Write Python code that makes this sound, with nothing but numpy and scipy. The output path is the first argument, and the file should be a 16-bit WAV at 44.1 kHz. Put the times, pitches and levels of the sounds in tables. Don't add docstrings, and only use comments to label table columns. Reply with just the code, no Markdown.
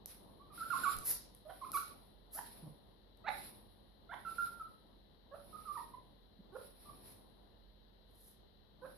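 import sys
import numpy as np
from scipy import signal
from scipy.fft import rfft, irfft, next_fast_len
from scipy.io import wavfile
from scipy.ndimage import uniform_filter1d, map_coordinates

SR = 44100
rng = np.random.default_rng(int(sys.argv[2]) if len(sys.argv) > 2 else 0)


def dump(signal):
    limited = np.clip(np.atleast_2d(signal).T, -1, 1)
    pcm = np.round(limited * 32767).astype(np.int16)
    wavfile.write(sys.argv[1], SR, pcm)


N = 395577

TOP_HZ = 14650
OVERTONE_FLUTTER = 0.75
SHUFFLE_SWING_DB = 1.8
BLOW_ATTACK_S, BLOW_SWELL_DB_PER_S, BLOW_RELEASE_DB_PER_S = 0.059, 31.5, 131
LINGER_DB, LINGER_DB_PER_S = -15.5, 35
WHIMPER_JITTER = 0.06
WHIMPER_FADE_DB = 4.5
SAG_S, REBOUND_AT, REBOUND_S = 0.0036, 0.84, 0.0024
NOSE_PEAK_HZ, NOSE_WIDTH_HZ, NOSE_PEAK_DB = 1384, 190, 2.5
PAW_S = 0.0372
YIP_ATTACK_S, YIP_RISE_S, YIP_FALL_S = 0.011, 0.014, 0.02
OPEN_LEAD_S, OPEN_S, OPEN_OVERTONES_DB = 0.011, 0.004, -3
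SHUT_DB = 16
YIP_JITTER = 0.2
YIP_PAN_DB = -9
RASP_DB, RASP_LOW_HZ = 6, 822
GRUNT_SAG, GRUNT_PAN_DB = 0.131, -4
TAIL_DB, TAIL_BUILD_S = -3.5, 0.0098


def amp(db):
    return 10 ** (np.asarray(db) / 20)


def unit(x):
    return x / np.sqrt(np.mean(x ** 2) + 1e-20)


def along(points, hz):
    f, v = np.transpose(points)
    return np.interp(np.log(hz + 1), np.log(f + 1), v)


def wobble(rate, size):
    knots = rng.standard_normal(int(size * rate / SR) + 4)
    return map_coordinates(knots, [np.arange(size) * rate / SR])


def progress(length):
    return np.linspace(0, 1, int(length * SR))


def step(t, at, width):
    return (1 + np.tanh((t - at) / (2 * width))) / 2


def filtered(x, response):
    m = next_fast_len(N + SR // 4)
    return irfft(rfft(x, m) * response(np.fft.rfftfreq(m, 1 / SR)), m)[..., :N]


def noise(spectrum):
    return unit(filtered(rng.standard_normal(N), lambda hz: amp(along(spectrum, hz))))


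def wide_noise(spectrum):
    # (frequency [Hz], left-right correlation [0-1])
    likeness = [(40, 0.15), (200, 0.29), (1000, 0.035)]

    def mid_and_side(hz):
        turn = np.arccos(np.clip(along(likeness, hz), -1, 1)) / 2
        return amp(along(spectrum, hz)) * [np.cos(turn), np.sin(turn)]

    mid, side = filtered(rng.standard_normal((2, N)), mid_and_side)
    return unit(np.array([mid + side, mid - side]))


def add(track, s, sound, pan_db=0):
    part = track[:, max(round(s * SR), 0):][:, :len(sound)]
    part += amp([[pan_db / 2], [-pan_db / 2]]) * sound[:part.shape[1]]


def call(pitch, level_db, tract, rough, jitter, edge):
    size = len(pitch)
    u = np.linspace(0, 1, size)
    pitch = pitch * (1 + jitter * u * wobble(500, size))
    k = np.arange(1, 9)[:, None]
    phase = 2 * np.pi * np.cumsum(pitch) / SR
    unevenness = (rough + OVERTONE_FLUTTER * (k > 1)) * u
    flutter = 1 + unevenness * np.array([wobble(400, size) for _ in k])
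    voice = unit(np.sum(amp(tract(k, k * pitch)) * flutter * np.sin(k * phase), axis=0))
    from_ends_s = np.minimum(u, 1 - u) * size / SR
    gate = np.sin(np.pi / 2 * np.clip(from_ends_s / edge, 0, 1)) ** 2
    return gate * amp(level_db) * voice


def background(air):
    # (frequency [Hz], level [dB])
    hum_tones = [(46, -70), (207, -77.5)]
    # (frequency [Hz], level [dB])
    carpet_spectrum = [(30, -21.5), (80, -0.5), (220, 1.5), (500, -4.5), (1000, -7.5), (2500, -48)]
    # (frequency [Hz], level [dB])
    floor_spectrum = [(28, -22.5), (45, 6), (70, 3.5), (200, -11.5), (500, -8), (1100, -24.5),
                      (1900, -20.5), (2450, -34), (3050, -20.5), (3700, -19), (4020, -13), (4600, -26),
                      (7500, -53.5), (10500, -35.5), (14500, -33)]
    # (frequency [Hz], left minus right [dB])
    balance = [(50, -3.5), (250, -0.5), (2400, 7.5), (4000, 13), (7000, 1)]
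    t = np.arange(N) / SR
    hum = sum(amp(db) * unit(np.sin(2 * np.pi * hz * t + 0.5 * wobble(1.2, N))) for hz, db in hum_tones)
    effort = np.abs(uniform_filter1d(air / air.max(), int(0.25 * SR))) + 0.0013
    swing = amp(-57.5 + SHUFFLE_SWING_DB * wobble(14, N))
    shuffle = effort ** 0.29 * swing * wide_noise(carpet_spectrum)
    floor = amp(-67.5) * wide_noise(floor_spectrum)
    return filtered(hum + shuffle + floor, lambda hz: amp(along(balance, hz) * [[0.5], [-0.5]]))


def sniffs():
    # (time of the peak [s], rise [s], fall [s], level [dB])
    gasps = [(1.094, 0.047, 0.048, -30), (1.754, 0.037, 0.083, -40.5), (2.349, 0.029, 0.09, -44.5),
             (7.099, 0.055, 0.048, -61), (8.26, 0.16, 0.1, -61.5)]
    # (time [s], peak level [dB])
    smacks = [(0.059, -32), (0.1461, -53), (0.967, -35), (0.987, -34), (1.349, -46.5), (1.718, -32),
              (3.173, -55.5), (6.975, -57)]
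    # (frequency [Hz], level [dB])
    breath_spectrum = [(300, -12.5), (1800, -14.5), (3200, -21), (4700, -8.5), (7000, -14), (8500, -12),
                       (10200, 7), (11700, 7), (13000, 2), (14500, -6.5)]
    t = np.arange(N) / SR
    flow = np.zeros(N)
    for s, rise, fall, db in gasps:
        flow += amp(db - 20 * np.abs((t - s) / np.where(t < s, rise, fall)) ** 1.7)
    lips = sum(amp(db) * (t >= s) * np.exp(-np.abs(t - s) / 0.0011) for s, db in smacks)
    return (flow * amp(2.2 * wobble(90, N)) + lips) * noise(breath_spectrum)


def airflow():
    # (time [s], length [s], strength at the end of the push [dB])
    pushes = [(0.06, 0.011, -55.5), (0.513, 0.19, -56), (0.687, 0.23, -47), (1.443, 0.44, -60),
              (2.352, 0.22, -60.5), (3.272, 0.19, -55.5), (4.097, 0.19, -68), (4.234, 0.23, -57),
              (5.318, 0.27, -67), (5.524, 0.29, -61.5), (6.518, .16, -63.5), (6.743, 0.2, -64.5),
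              (6.988, 0.091, -61.5), (8.803, 0.21, -68.5)]
    t = np.arange(N) / SR
    power = np.zeros(N)
    for s, length, db in pushes:
        opening = np.clip((t - s) / BLOW_ATTACK_S, 0, 1)
        left = np.clip(s + length - t, 0, length)
        past = np.maximum(t - s - length, 0)
        push = amp(-BLOW_SWELL_DB_PER_S * left - BLOW_RELEASE_DB_PER_S * past)
        trickle = amp(LINGER_DB - LINGER_DB_PER_S * past)
        power += (amp(db) * opening * (push + trickle)) ** 2
    return np.sqrt(power)


def nose(air):
    # (frequency [Hz], level [dB])
    hiss_spectrum = [(300, -4), (1900, -2.5), (3100, -5.5), (4200, 1), (5600, -6.5), (6600, -32.5),
                     (7900, -39.5), (8400, -13.5), (9000, -12.5), (9700, 4.5), (10800, 10), (12400, -1.5),
                     (14300, -6)]
    flow = air * amp(1.3 * wobble(45, N) + 0.9 * wobble(12, N))
    effort = air / air.max()
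    band = filtered(rng.standard_normal((2, N)), lambda hz: np.exp(-((hz - 7300) / 220) ** 2))
    whistle = amp(-13) * effort * unit(band)
    return flow * (amp(1.5) * wide_noise(hiss_spectrum) + whistle)


def whimpers():
    # (time [s], length [s], starting pitch [Hz], sagged pitch [Hz],
    #   hold before the sag [share of length], rebound [share of the sag], level [dB],
    #   swell with the sag [dB], overtones [dB], left minus right [dB])
    cries = [ (0.395, 0.049, 1080, 1170, 0.34, 1.1, -61.5, 0.5, 2, -9),
             (0.5, 0.046, 1257, 1160, 0.36, 1.5, -59, 3, 3, -9),
             (0.576, 0.062, 1382, 1316, 0.44, 2.3, -40.5, 8, -5, -5.5),
             (0.701, 0.076, 1405, 1055, 0.39, 1.1, -36.5, 0.5, -0.5, -12.5),
             (0.833, 0.066, 1482, 1126, 0.26, 0.7, -33.5, 2.5, 6.5, -11),
             (1.612, 0.044, 1176, 1029, 0.22, 2.06, -41.5, 9.5, 1, -8),
             (1.73, 0.05, 1433, 1121, 0.21, 1.17, -33.5, 18.5, 11, -8),
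             (4.248, 0.046, 1440, 1332, 0.17, 1, -43, 3.5, -1, -8.5),
             (4.381, 0.045, 1402, 1383, 0.15, 0.1, -33, 5, -11.5, -8.5),
             (4.596, 0.03, 1348, 1281, 0.51, 0.39, -40.5, 6, -15, -2),
             (5.526, 0.042, 1260, 1224, 0.48, 1.7, -46.5, 11.5, -20, -16),
             (5.651, 0.071, 1294, 1174, 0.36, 0.032, -42.5, 11, -16, -10.5),
             (5.752, 0.059, 1248, 924, 0.27, 0.5, -43.5, -2, -6.5, -8.5),
             (5.935, 0.02, 1028, 1002, 0.36, 0.18, -45.5, 4, 2, -6),
             (6.854, 0.05, 1185, 1132, 0.79, 0.092, -44, 17.5, -18, -7)]
    # (frequency [Hz], level [dB])
    nasal_response = [(1860, -6.5), (2050, -34), (2450, -27), (2800, -30), (3250, -45), (4050, -26.5),
                      (5200, -60.5)]
    out = np.zeros((2, N))
    for s, length, start_hz, low_hz, hold, rebound, db, swell_db, overtones_db, pan_db in cries:
        t = progress(length) * length
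        sag = step(t, hold * length, SAG_S)
        back = step(t, REBOUND_AT * length, REBOUND_S)
        pitch = start_hz + (low_hz - start_hz) * (sag - rebound * back)
        resonance_db = NOSE_PEAK_DB * np.exp(-((pitch - NOSE_PEAK_HZ) / NOSE_WIDTH_HZ) ** 2)
        level_db = db + resonance_db - swell_db * (1 - sag) - WHIMPER_FADE_DB * back
        strain = abs(np.log2(start_hz / low_hz))
        tract = lambda k, hz: (k > 1) * (overtones_db + along(nasal_response, hz))
        cry = call(pitch, level_db, tract, rough=0.28 * strain, jitter=WHIMPER_JITTER * strain, edge=0.0045)
        add(out, s, cry, pan_db)
    return out


def paws():
    # (time of the peak [s], level [dB])
    falls = [(0.976, -49.5)]
    # (frequency [Hz], level [dB])
    thud_spectrum = [(30, -5), (140, -12.5), (400, -24), (1500, -79.5)]
    t = np.arange(N) / SR
    return sum(amp(db) * np.exp(-((t - s) / PAW_S) ** 2) for s, db in falls) * wide_noise(thud_spectrum)


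def muzzle(overtones_db, treble_db, gape):
    # (frequency [Hz], level [dB])
    mouth_response = [(300, 14), (900, 10.5), (1450, 2.5), (2000, 3), (2500, 0.5), (3050, -19.5), (4100, 0),
                      (4900, -40.5)]

    def tract(k, hz):
        treble = treble_db * np.clip((hz - 1600) / 430, 0, 1)
        return along(mouth_response, hz / gape) + (k > 1) * overtones_db + treble

    return tract


def yips():
    # (time [s], length [s], held pitch [Hz], top pitch [Hz], crest [share of length],
    #   level [dB], swell as the mouth opens [dB], overtones while shut [dB], treble [dB],
    #   gape [factor on the resonances], roughness [0-1])
    barks = [ (1.449, 0.067, 612, 792, 0.86, -51, -1, -11, -4, 0.8, 0.6),
             (2.343, 0.054, 605, 971, 0.76, -45, 11, 4.5, -7, 0.77, 0.61),
             (3.238, 0.058, 630.7, 946, 0.71, -30.5, 19.5, 12, 1.5, 0.99, 0.4),
             (4.089, 0.061, 680, 1022, 0.72, -37, 11, 15.5, -1.5, 0.85, 0.5),
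             (5.31, .055, 546, 725, 0.88, -50, 0.5, 1, -11.5, 0.7, 0.5),
             (6.518, 0.055, 368.7, 538, 0.84, -42, 10, -5, -19, 0.66, 0.31),
             (8.816, 0.052, 502, 569, 0.87, -48.5, -1, 1, -18, 0.64, 0.51)]
    out = np.zeros((2, N))
    for s, length, held_hz, top_hz, crest, db, swell_db, nasal_db, treble_db, gape, rough in barks:
        t = progress(length) * length
        late = t - crest * length
        arch = np.exp(-np.abs(late / np.where(late < 0, YIP_RISE_S, YIP_FALL_S)) ** 1.5)
        pitch = held_hz + (top_hz - held_hz) * arch
        opening = step(late, -OPEN_LEAD_S, OPEN_S)
        shut = 1 - opening
        overtones_db = nasal_db * shut + OPEN_OVERTONES_DB * opening
        tract = muzzle(overtones_db, treble_db - SHUT_DB * shut, gape)
        yip = call(pitch, db - swell_db * shut, tract, rough, jitter=YIP_JITTER * rough * opening, edge=0.0054)
        yip = yip * (1 - np.exp(-t / YIP_ATTACK_S))
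        puffs = opening * np.maximum(yip, 0) * rng.standard_normal(len(t))
        hz = np.fft.rfftfreq(2 * len(t), 1 / SR)
        mouth = amp(muzzle(0, treble_db, gape)(1, hz)) * (1 - np.exp(-(hz / RASP_LOW_HZ) ** 4))
        rasp = irfft(rfft(puffs, 2 * len(t)) * unit(mouth))[:len(t)]
        add(out, s, yip + amp(RASP_DB) * rough * rasp, YIP_PAN_DB)
    return out


def grunts():
    # (time [s], length [s], pitch [Hz], level [dB], overtones [dB], roughness [0-1])
    notes = [(2.626, 0.058, 167.8, -48, -11.5, 0.53), (6.389, 0.023, 207, -54.5, -28, 0.1)]
    out = np.zeros((2, N))
    for s, length, hz, db, overtones_db, rough in notes:
        pitch = hz * (1 - GRUNT_SAG * progress(length))
        tract = muzzle(overtones_db, treble_db=0, gape=0.41)
        grunt = call(pitch, db, tract, rough, jitter=0.095 * rough, edge=0.0025)
        add(out, s, grunt, GRUNT_PAN_DB)
    return out


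def room(x):
    # (delay [s], left level [dB], right level [dB])
    echoes = [(.0062, -28.5, -14), (0.055, -9, -20)]
    # (frequency [Hz], time [s])
    decay = [(180, 0.2), (550, 0.46), (1100, 0.33), (4000, 0.53), (12000, 0.2)]
    dull = filtered(x, lambda hz: 1 / (1 + (hz / 5000) ** 2))
    early = np.zeros((2, N))
    for delay, left_db, right_db in echoes:
        late = np.pad(dull, ((0, 0), (round(delay * SR), 0)))[:, :N]
        early += amp([[left_db], [right_db]]) * late
    hz, t, z = signal.stft(rng.standard_normal((2, SR // 2)), SR, nperseg=256)
    envelope = amp(-60 * t / along(decay, hz)[:, None]) * (1 - np.exp(-t / TAIL_BUILD_S))
    tail = signal.istft(z * envelope, SR, nperseg=256)[1]
    tail /= np.linalg.norm(tail, axis=1, keepdims=True)
    return early + amp(TAIL_DB) * signal.fftconvolve(x, tail, axes=1)[:, :N]


def standing_waves(x):
    # (frequency [Hz], width [Hz], level [dB])
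    modes = [(500, 8.6, -11), (567, 5.1, 12), (1117.4, 15, -5)]

    def ringing(f):
        return sum(amp(db) * 1j * f * width / (hz ** 2 - f ** 2 + 1j * f * width) for hz, width, db in modes)

    return filtered(x, ringing)


def scene():
    # (frequency [Hz], left minus right [dB])
    ear_balance = [(1400, 1), (2300, -0.5), (4000, 9.5), (5800, -12), (8000, -1), (10000, -.5)]
    calls = amp(-3.5) * (whimpers() + yips() + grunts())
    gasps = amp(-2.0) * sniffs()
    air = airflow()
    lag_s = 2e-5
    sides = np.array([[-1], [1]])
    near = filtered(calls + gasps + nose(air), lambda hz: np.exp(1j * np.pi * hz * lag_s * sides))
    answer = room(calls + amp(1.0) * gasps) + standing_waves(calls)
    dog = filtered(near + answer, lambda hz: amp(along(ear_balance, hz) * [[0.5], [-0.5]]))
    return dog + paws() + background(air)


def record(dry):
    return filtered(dry, lambda hz: hz < TOP_HZ)


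dry = scene()
out = record(dry)
dump(out)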